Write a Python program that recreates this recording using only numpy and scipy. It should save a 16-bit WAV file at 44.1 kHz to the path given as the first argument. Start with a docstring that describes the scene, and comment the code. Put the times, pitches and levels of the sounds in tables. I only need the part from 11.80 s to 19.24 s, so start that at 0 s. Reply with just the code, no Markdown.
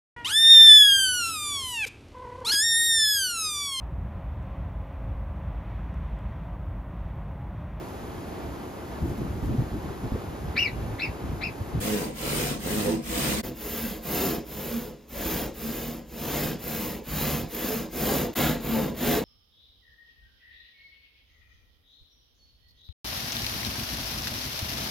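"""A bare room: a hand saw cuts plasterboard in even push and pull strokes.
The teeth grind gypsum into a dense rasp with a bright hiss; the blade rings and chirps in the kerf.
Their catching shakes the propped board, which drums, thumps, booms and flexes.
Heard from three places in turn (across the room, by the blade, a step back), with brief gaps between."""
import sys
import numpy as np
from scipy import signal
from scipy.fft import rfft, irfft
from scipy.io import wavfile
from scipy.ndimage import uniform_filter1d

SR = 44100
rng = np.random.default_rng(int(sys.argv[2]) if len(sys.argv) > 2 else 0)


def wrap_up_sound(samples):
    """Save the sound to the file named by the first command line argument, as 16-bit audio."""
    columns = np.atleast_2d(samples).T
    # keep every value between -1 and 1, then stretch to whole-number steps
    tamed = np.clip(columns, -1, 1)
    steps = np.round(tamed * 32767).astype(np.int16)
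    wavfile.write(sys.argv[1], SR, steps)


N = 328104
TIME_S, BINS_HZ = np.arange(N) / SR, np.fft.rfftfreq(N, 1 / SR)

# Room decay. Each row: frequency in Hz, T60 in seconds.
ROOM_T60 = [(100, 0.78), (500, 0.23), (3000, 0.099), (8000, 0.076), (15000, 0.18)]
# Listening places: far, close, a step back. Each row: start in seconds, end in seconds.
PLACE_SPANS = [(-.02, 1.619), (1.629, 6.543), (6.551, 7.46)]
# Stereo width: how much left and right differ. Each row: frequency in Hz, then dB re direct sound far, close
# and a step back.
STEREO_WIDTH = [(40, -22, -34, -28), (110, -12.5, -19, -27), (200, -9.5, -13.5, -14), (380, -7, -15, -11),
                (684, -1, -4.5, -5), (1300, 1, -9, -11), (2130, -1, -44, -35), (4270, 0.5, -11.5, -8),
                (8100, 0.5, -12, -22), (11400, 3, -11, -9), (13000, -42, -33, -27), (16000, -37, -31, -22)]
# From the close and step-back places, treble arrives out of step between left and right. 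Each row: frequency in
# Hz, left-right phase in radians.
STEREO_PHASE = [(1000, 0), (5000, .1), (5800, 1), (6900, 1.1), (7800, 2.3), (8400, 2.95), (9500, 3.3),
                (10000, 4.1), (12500, 5.6), (13400, 6.28)]
# Slow flexing of the sheet. Each row: frequency in Hz, gain in dB.
FLEX_SPECTRUM = [(10, -40), (25, -21), (34, -3), (43, 5), (52, -1.5), (61, 8.5), (70, 1), (100, -16),
                 (140, -36), (600, -100)]
# Board bending modes. Each row: frequency in Hz, width in Hz, push gain in dB, pull gain in dB.
BOARD_MODES = [(176, 15, -3, -21), (203.3, 19.5, 1.5, 1), (229.1, 18.7, 5.5, 5), (253.8, 59, -0.5, -6),
               (314.6, 22.3, 2, 0), (371, 65, -6, -9), (419.6, 19.5, -2.5, 0.5), (478.3, 17.7, -0.5, -3.5),
               (517.3, 7, -15, -2.5), (657, 36, -30, -51), (682.6, 15, -1.5, -8), (856, 45, -11, -10.5),
               (967, 62, -20, -8)]
# Single-mode booms. 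Each row: centre in seconds, length in seconds, frequency in Hz, dB re drumming.
BOARD_BOOMS = [(0.127, 0.11, 208, 0), (.14, 0.087, 423.5, -3), (1.086, 0.078, 414, -1),
               (1.089, 0.074, 509, 0), (1.137, 0.26, 234, -0.5), (1.143, 0.17, 325, 0),
               (2.069, 0.13, 229.1, -1), (2.443, 0.084, 387.6, -2.5), (2.958, .14, 229.8, 3),
               (3.888, 0.093, 228.5, 6), (4.153, 0.17, 231.7, 1), (5.932, 0.079, 432.3, -1.5),
               (6.958, .18, 225.5, -7), (6.975, 0.1, 519, -6.5), (6.975, 0.11, 880, -10.5),
               (7.26, 0.19, 238, 0)]
# Chirps in the kerf. Each row: centre in seconds, length in seconds, level in dB.
KERF_CHIRPS = [(3.299, .016, -50), (4.881, .004, -28), (5.749, 0.0058, -27)]
# Blade modes. Each row: frequency in Hz, width in Hz, gain in dB re grinding.
BLADE_MODES = [(1124, 82, -9.5), (1340, 39, -11), (1602, 49, -5), (2040, 73, -13), (2900, 41, -16),
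               (5115, 150, -2.5), (6700, 370, -6.5)]
# Grinding gypsum. Each row: frequency in Hz, then gain in dB far, close and a step back.
GRIND_SPECTRUM = [(100, -28, -28, -27), (450, -2, 4, 4), (664, -0.5, 4, 7), (1010, 3.5, 0.5, 1),
                  (1400, 1, -0.5, 1.5), (2050, 4, -0.5, 1.5), (2520, 3, -0.5, -0.5), (3650, 0.5, -2, -0.5),
                  (5600, -3, -6, -9), (7900, -3.5, -5, -4.5), (8150, 2, -6.5, -7),
                  (10850, -8.5, -5.5, -3.5), (12200, -6, -7, -5), (13400, -2, -1.5, 1),
                  (15900, -7.5, -7.5, -5)]
# Strokes. Each row: start in seconds, length in seconds, fastest point as a share of the length,
# push share (0 is pull), rasp in dB, hiss in dB, drumming in dB before trim, catches per second at
# full speed, judder in dB re crumbling, flex in dB, thump in dB re drumming before trim.
SAW_STROKES = [(-.092, 0.4, 0.37, 0.16, -38, -41.5, -30, 106, -2, -45, -8),
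               (0.319, 0.45, 0.53, 1, -35.5, -39, -30.5, 76, -6.5, -41, -7),
               (0.777, 0.4, 0.44, .3, -38, -41, -28.5, 107.5, -2, -42, -8.5),
               (1.198, .429, .56, 0.41, -34, -38.1, -29.5, 72, -4, -40, -10),
               (1.611, 0.083, 0.4, 0.38, -45.2, -42, -34, 69, -6, -41, -3),
               (1.73, 0.47, 0.48, 0.089, -41, -38, -35.5, 77, -7.5, -43.5, -23),
               (2.201, 0.38, .52, 1, -35.5, -32.5, -28.5, 94, -2.5, -43.5, -17),
               (2.633, 0.49, 0.45, 0.047, -43.5, -41.5, -36, 81, -7, -46, -11),
               (3.262, 0.42, 0.59, 0.99, -37, -35.5, -31.5, 83, -7.5, -39.5, -19),
               (3.727, 0.48, 0.39, 0.012, -42.5, -40.5, -36, 82, -8.5, -44.5, -7.5),
               (4.221, 0.52, 0.69, 1, -36.5, -36, -30.5, 78, -10, -43, -7.5),
               (4.774, 0.42, .44, 0, -40, -37.6, -33.5, 80, -9, -45.5, -18),
               (5.221, .413, .55, 0.82, -35, -34, -30, 76, -4, -38.5, 1),
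               (5.667, 0.39, 0.5, 0.013, -38, -36, -31.5, 85.4, -5.5, -46.5, -20),
               (6.087, 0.38, .55, 1, -34, -32, -26.4, 72, -10, -41, -11.5),
               (6.53, 0.23, .26, 0.97, -29.5, -31.5, -25.5, 74, -4.5, -39, -3.5),
               (6.787, .32, 0.45, 0.0094, -38.5, -39, -27.5, 76, -2.5, -43, -9.5),
               (7.121, 0.28, .63, .55, -31.5, -32, -25.5, 82, -7.5, -39.5, -15)]


def amp(db):
    return 10 ** (np.asarray(db) / 20)


def unit_rms(x):
    return x / np.sqrt(np.mean(x ** 2) + 1e-20)


def lookup(table, hz=BINS_HZ, column=1):
    """One table column, interpolated over log frequency."""
    columns = np.transpose(table)
    return np.interp(np.log(hz + 1), np.log(columns[0] + 1), columns[column])


def filtered(x, gain):
    return irfft(rfft(x) * gain, N)


def resonance(hz, width_hz):
    """One damped mode, unity at its peak."""
    return 1j * BINS_HZ * width_hz / (hz ** 2 - BINS_HZ ** 2 + 1j * BINS_HZ * width_hz)


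def band_rms(stereo, low_hz, high_hz):
    return np.std(filtered(stereo.mean(0), (BINS_HZ > low_hz) & (BINS_HZ < high_hz)))


def swell(centre_s, length_s):
    return np.cos(np.pi * np.clip((TIME_S - centre_s) / length_s, -.5, .5))


def room_echoes(x, density=0.1):
    """Sparse wall reflections of random sign, different in each channel."""
    taps = rng.choice([-1., 1.], (2, SR // 2)) * (rng.random((2, SR // 2)) < density)
    hz, delay_s, spectra = signal.stft(taps, SR, nperseg=128)
    decay = amp(-60 * delay_s / lookup(ROOM_T60, hz)[:, None])
    decay /= np.linalg.norm(decay, axis=1, keepdims=True)
    tail = signal.istft(spectra * decay, SR, nperseg=128)[1]
    return signal.fftconvolve(x[None], tail / np.linalg.norm(tail[0]), axes=1)[:, :N]


def heard_from(x, place, frame_samples):
    """Direct sound plus a part that differs between left and right, its phases changing as the saw moves."""
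    spectra = signal.stft(x, nperseg=frame_samples)[2]
    spectra *= np.exp(2j * np.pi * rng.random(spectra.shape))
    shuffled = signal.istft(spectra, nperseg=frame_samples)[1][:N]
    side = filtered(unit_rms(shuffled) * np.std(x), amp(lookup(STEREO_WIDTH, column=1 + place)))
    lead = np.exp(.5j * lookup(STEREO_PHASE) * (place > 0))
    return np.array([filtered(x, lead) + side, filtered(x, lead.conj()) - side])


def moving_contact(x, depth_db=2.5):
    """Resonances swell and fade as the contact travels along blade and board."""
    frames = dict(nperseg=2048, noverlap=1536)
    spectra = signal.stft(x, **frames)[2]
    drift = uniform_filter1d(rng.standard_normal(spectra.shape), size=12, axis=1)
    patches = unit_rms(uniform_filter1d(drift, size=3, axis=0))
    return signal.istft(spectra * amp(depth_db * patches), **frames)[1][:N]


def steadied(x, share=0.38):
    """Steady hand pressure evens out slow swells; unit RMS."""
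    power = uniform_filter1d(x ** 2, size=3500) + 1e-12
    return unit_rms(x / power ** (share / 2))


def sheet_flex(force, bite, linger=0.28):
    """The whole sheet wobbles and has not quite settled at the turn."""
    wobble = steadied(filtered(force, amp(lookup(FLEX_SPECTRUM))), share=0.54)
    return wobble * (linger + (1 - linger) * uniform_filter1d(bite, size=2500))


def prop_thump(force, hz=153, width_hz=10, cutoff_hz=400):
    """The board bounces on its props, too heavy to follow a jolt's sharp edge."""
    lowpass = 1 / (1 + (BINS_HZ / cutoff_hz) ** 4)
    return steadied(filtered(force, lowpass * resonance(hz, width_hz)))


def board_drum(force, push, cutoff_hz=900):
    """Bending modes respond differently when pressed down and when lifted."""
    lowpass = 1 / (1 + (BINS_HZ / cutoff_hz) ** 6)
    pushed = lowpass * sum(amp(db) * resonance(hz, width_hz) for hz, width_hz, db, _ in BOARD_MODES)
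    pulled = lowpass * sum(amp(db) * resonance(hz, width_hz) for hz, width_hz, _, db in BOARD_MODES)
    return steadied(push * filtered(force, pushed) + (1 - push) * filtered(force, pulled))


def board_shake(force, push, thump_db, thump_trim_db=-1, boom_width_hz=12):
    """The board drums, thumps and now and then booms on one mode."""
    drum = board_drum(moving_contact(force), push)
    board = steadied(drum + amp(thump_db + thump_trim_db) * prop_thump(force), share=0.85)
    for centre_s, length_s, hz, db in BOARD_BOOMS:
        ring = filtered(force, resonance(hz, boom_width_hz) ** 2)
        ring /= np.std(ring[abs(TIME_S - centre_s) < length_s / 2])
        board += amp(db) * swell(centre_s, length_s) * ring
    return board


def blade_chirps(hz=13500, width_hz=670):
    """Steel sticks for an instant and rings high."""
    ring = unit_rms(filtered(rng.standard_normal(N), resonance(hz, width_hz) ** 2))
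    return ring * sum(amp(db) * swell(centre_s, length_s) for centre_s, length_s, db in KERF_CHIRPS)


def saw_motion(lag_s):
    """Stroke index and speed (0 to 1): one skewed arch from rest to rest."""
    start_s, length_s, fastest = np.transpose(SAW_STROKES)[:3]
    stroke = np.maximum(np.searchsorted(start_s, TIME_S - lag_s) - 1, 0)
    progress = np.clip((TIME_S - lag_s - start_s[stroke]) / length_s[stroke], 0, 1)
    skew = np.log(.5) / np.log(fastest)
    return stroke, abs(np.sin(np.pi * progress ** skew[stroke]))


def stroke_gain(stroke_db, exponent, t60_s, idle_db, lag_s=0):
    """Gain follows saw speed and decays; a trace stays while the blade idles in the kerf."""
    stroke, speed = saw_motion(lag_s)
    drive = amp(stroke_db)[stroke] * speed ** exponent
    pole = np.exp(-2 * np.log(1000) / (t60_s * SR))
    energy = signal.lfilter([1 - pole], [1, -pole], drive ** 2)
    return np.sqrt(energy + amp(idle_db) ** 2)


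def tooth_jolts(rate_hz, jitter=.035, spread_db=2):
    """One jolt per catch of the teeth, uneven in time and force."""
    wander = unit_rms(uniform_filter1d(rng.standard_normal(N), size=300))
    catches = np.floor(np.cumsum(rate_hz * np.maximum(1 + jitter * wander, 0)) / SR)
    return np.diff(catches, prepend=0) * amp(spread_db * rng.standard_normal(N))


def crumbs(rate_hz, spread_db):
    """Gypsum grains snap at random, a few larger than the rest."""
    size = amp(spread_db * np.minimum(rng.exponential(1, N), 4))
    return unit_rms(size * rng.choice([-1., 1.], N) * (rng.random(N) < rate_hz / SR))


def grinding(jolts, burst_s=0.0059, burst_share=0.072):
    """Dense snaps swell after each catch and ring the blade."""
    bursts = unit_rms(signal.lfilter([1], [1, -np.exp(-1 / (burst_s * SR))], jolts))
    snaps = moving_contact(crumbs(rate_hz=16000, spread_db=3))
    blade = 1 + sum(amp(db) * resonance(hz, width_hz) for hz, width_hz, db in BLADE_MODES)
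    return filtered(snaps * (1 + burst_share * bursts), blade)


def sawing(board_lag_s=.029, drum_trim_db=0.5, hiss_above_hz=9000, fade_s=0.012):
    """The same teeth drive rasp, hiss and board; the board takes the load a moment late."""
    pushes, rasp_db, hiss_db, drum_db, *settings = np.transpose(SAW_STROKES)[3:]
    stroke, speed = saw_motion(board_lag_s)
    push, catch_hz, judder_db, flex_db, thump_db = (
        uniform_filter1d(column[stroke], size=1500) for column in (pushes, *settings))
    bite = speed ** .45
    jolts = tooth_jolts(catch_hz * bite)
    force = amp(judder_db) * unit_rms(jolts - jolts.mean()) + crumbs(rate_hz=3000, spread_db=1.5)
    grit = grinding(jolts)
    board = board_shake(force, push, thump_db)
    flex = amp(flex_db) * sheet_flex(force, bite)
    rasp_gain = stroke_gain(rasp_db, exponent=0.86, t60_s=0.34, idle_db=-63.5)
    hiss_gain = stroke_gain(hiss_db, exponent=0.98, t60_s=0.16, idle_db=-71)
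    drum_gain = stroke_gain(drum_db, exponent=0.56, t60_s=0.31, idle_db=-53.5, lag_s=board_lag_s)
    highpass = 1 / (1 + (hiss_above_hz / (BINS_HZ + 1)) ** 10)
    mix = np.zeros((2, N))
    for place, (start_s, end_s) in enumerate(PLACE_SPANS):
        colour = amp(lookup(GRIND_SPECTRUM, column=1 + place))
        scrape = heard_from(filtered(grit, colour), place, frame_samples=256)
        hiss = filtered(scrape, highpass)
        drum = heard_from(board, place, frame_samples=2048)
        sound = rasp_gain * (scrape - hiss) / band_rms(scrape, low_hz=1000, high_hz=7000)
        sound += hiss_gain * hiss / band_rms(scrape, low_hz=10500, high_hz=16000)
        sound += amp(drum_trim_db) * drum_gain * drum / band_rms(drum, low_hz=120, high_hz=700)
        gate = np.clip(np.minimum(TIME_S - start_s, end_s - TIME_S) / fade_s, 0, 1)
        mix += (sound + flex) * gate
    return mix


def scene(room_db=-21):
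    """The saw and the faint ring of the room."""
    saw = sawing() + blade_chirps()
    return saw + amp(room_db) * room_echoes(saw.mean(0))


def record(dry):
    """Steep low-pass."""
    cutoff_hz = 15900
    lowpass = signal.firwin(511, cutoff_hz, window=("kaiser", 9), fs=SR)
    return signal.oaconvolve(dry, lowpass[None], "same")


dry = scene()
out = record(dry)
wrap_up_sound(out)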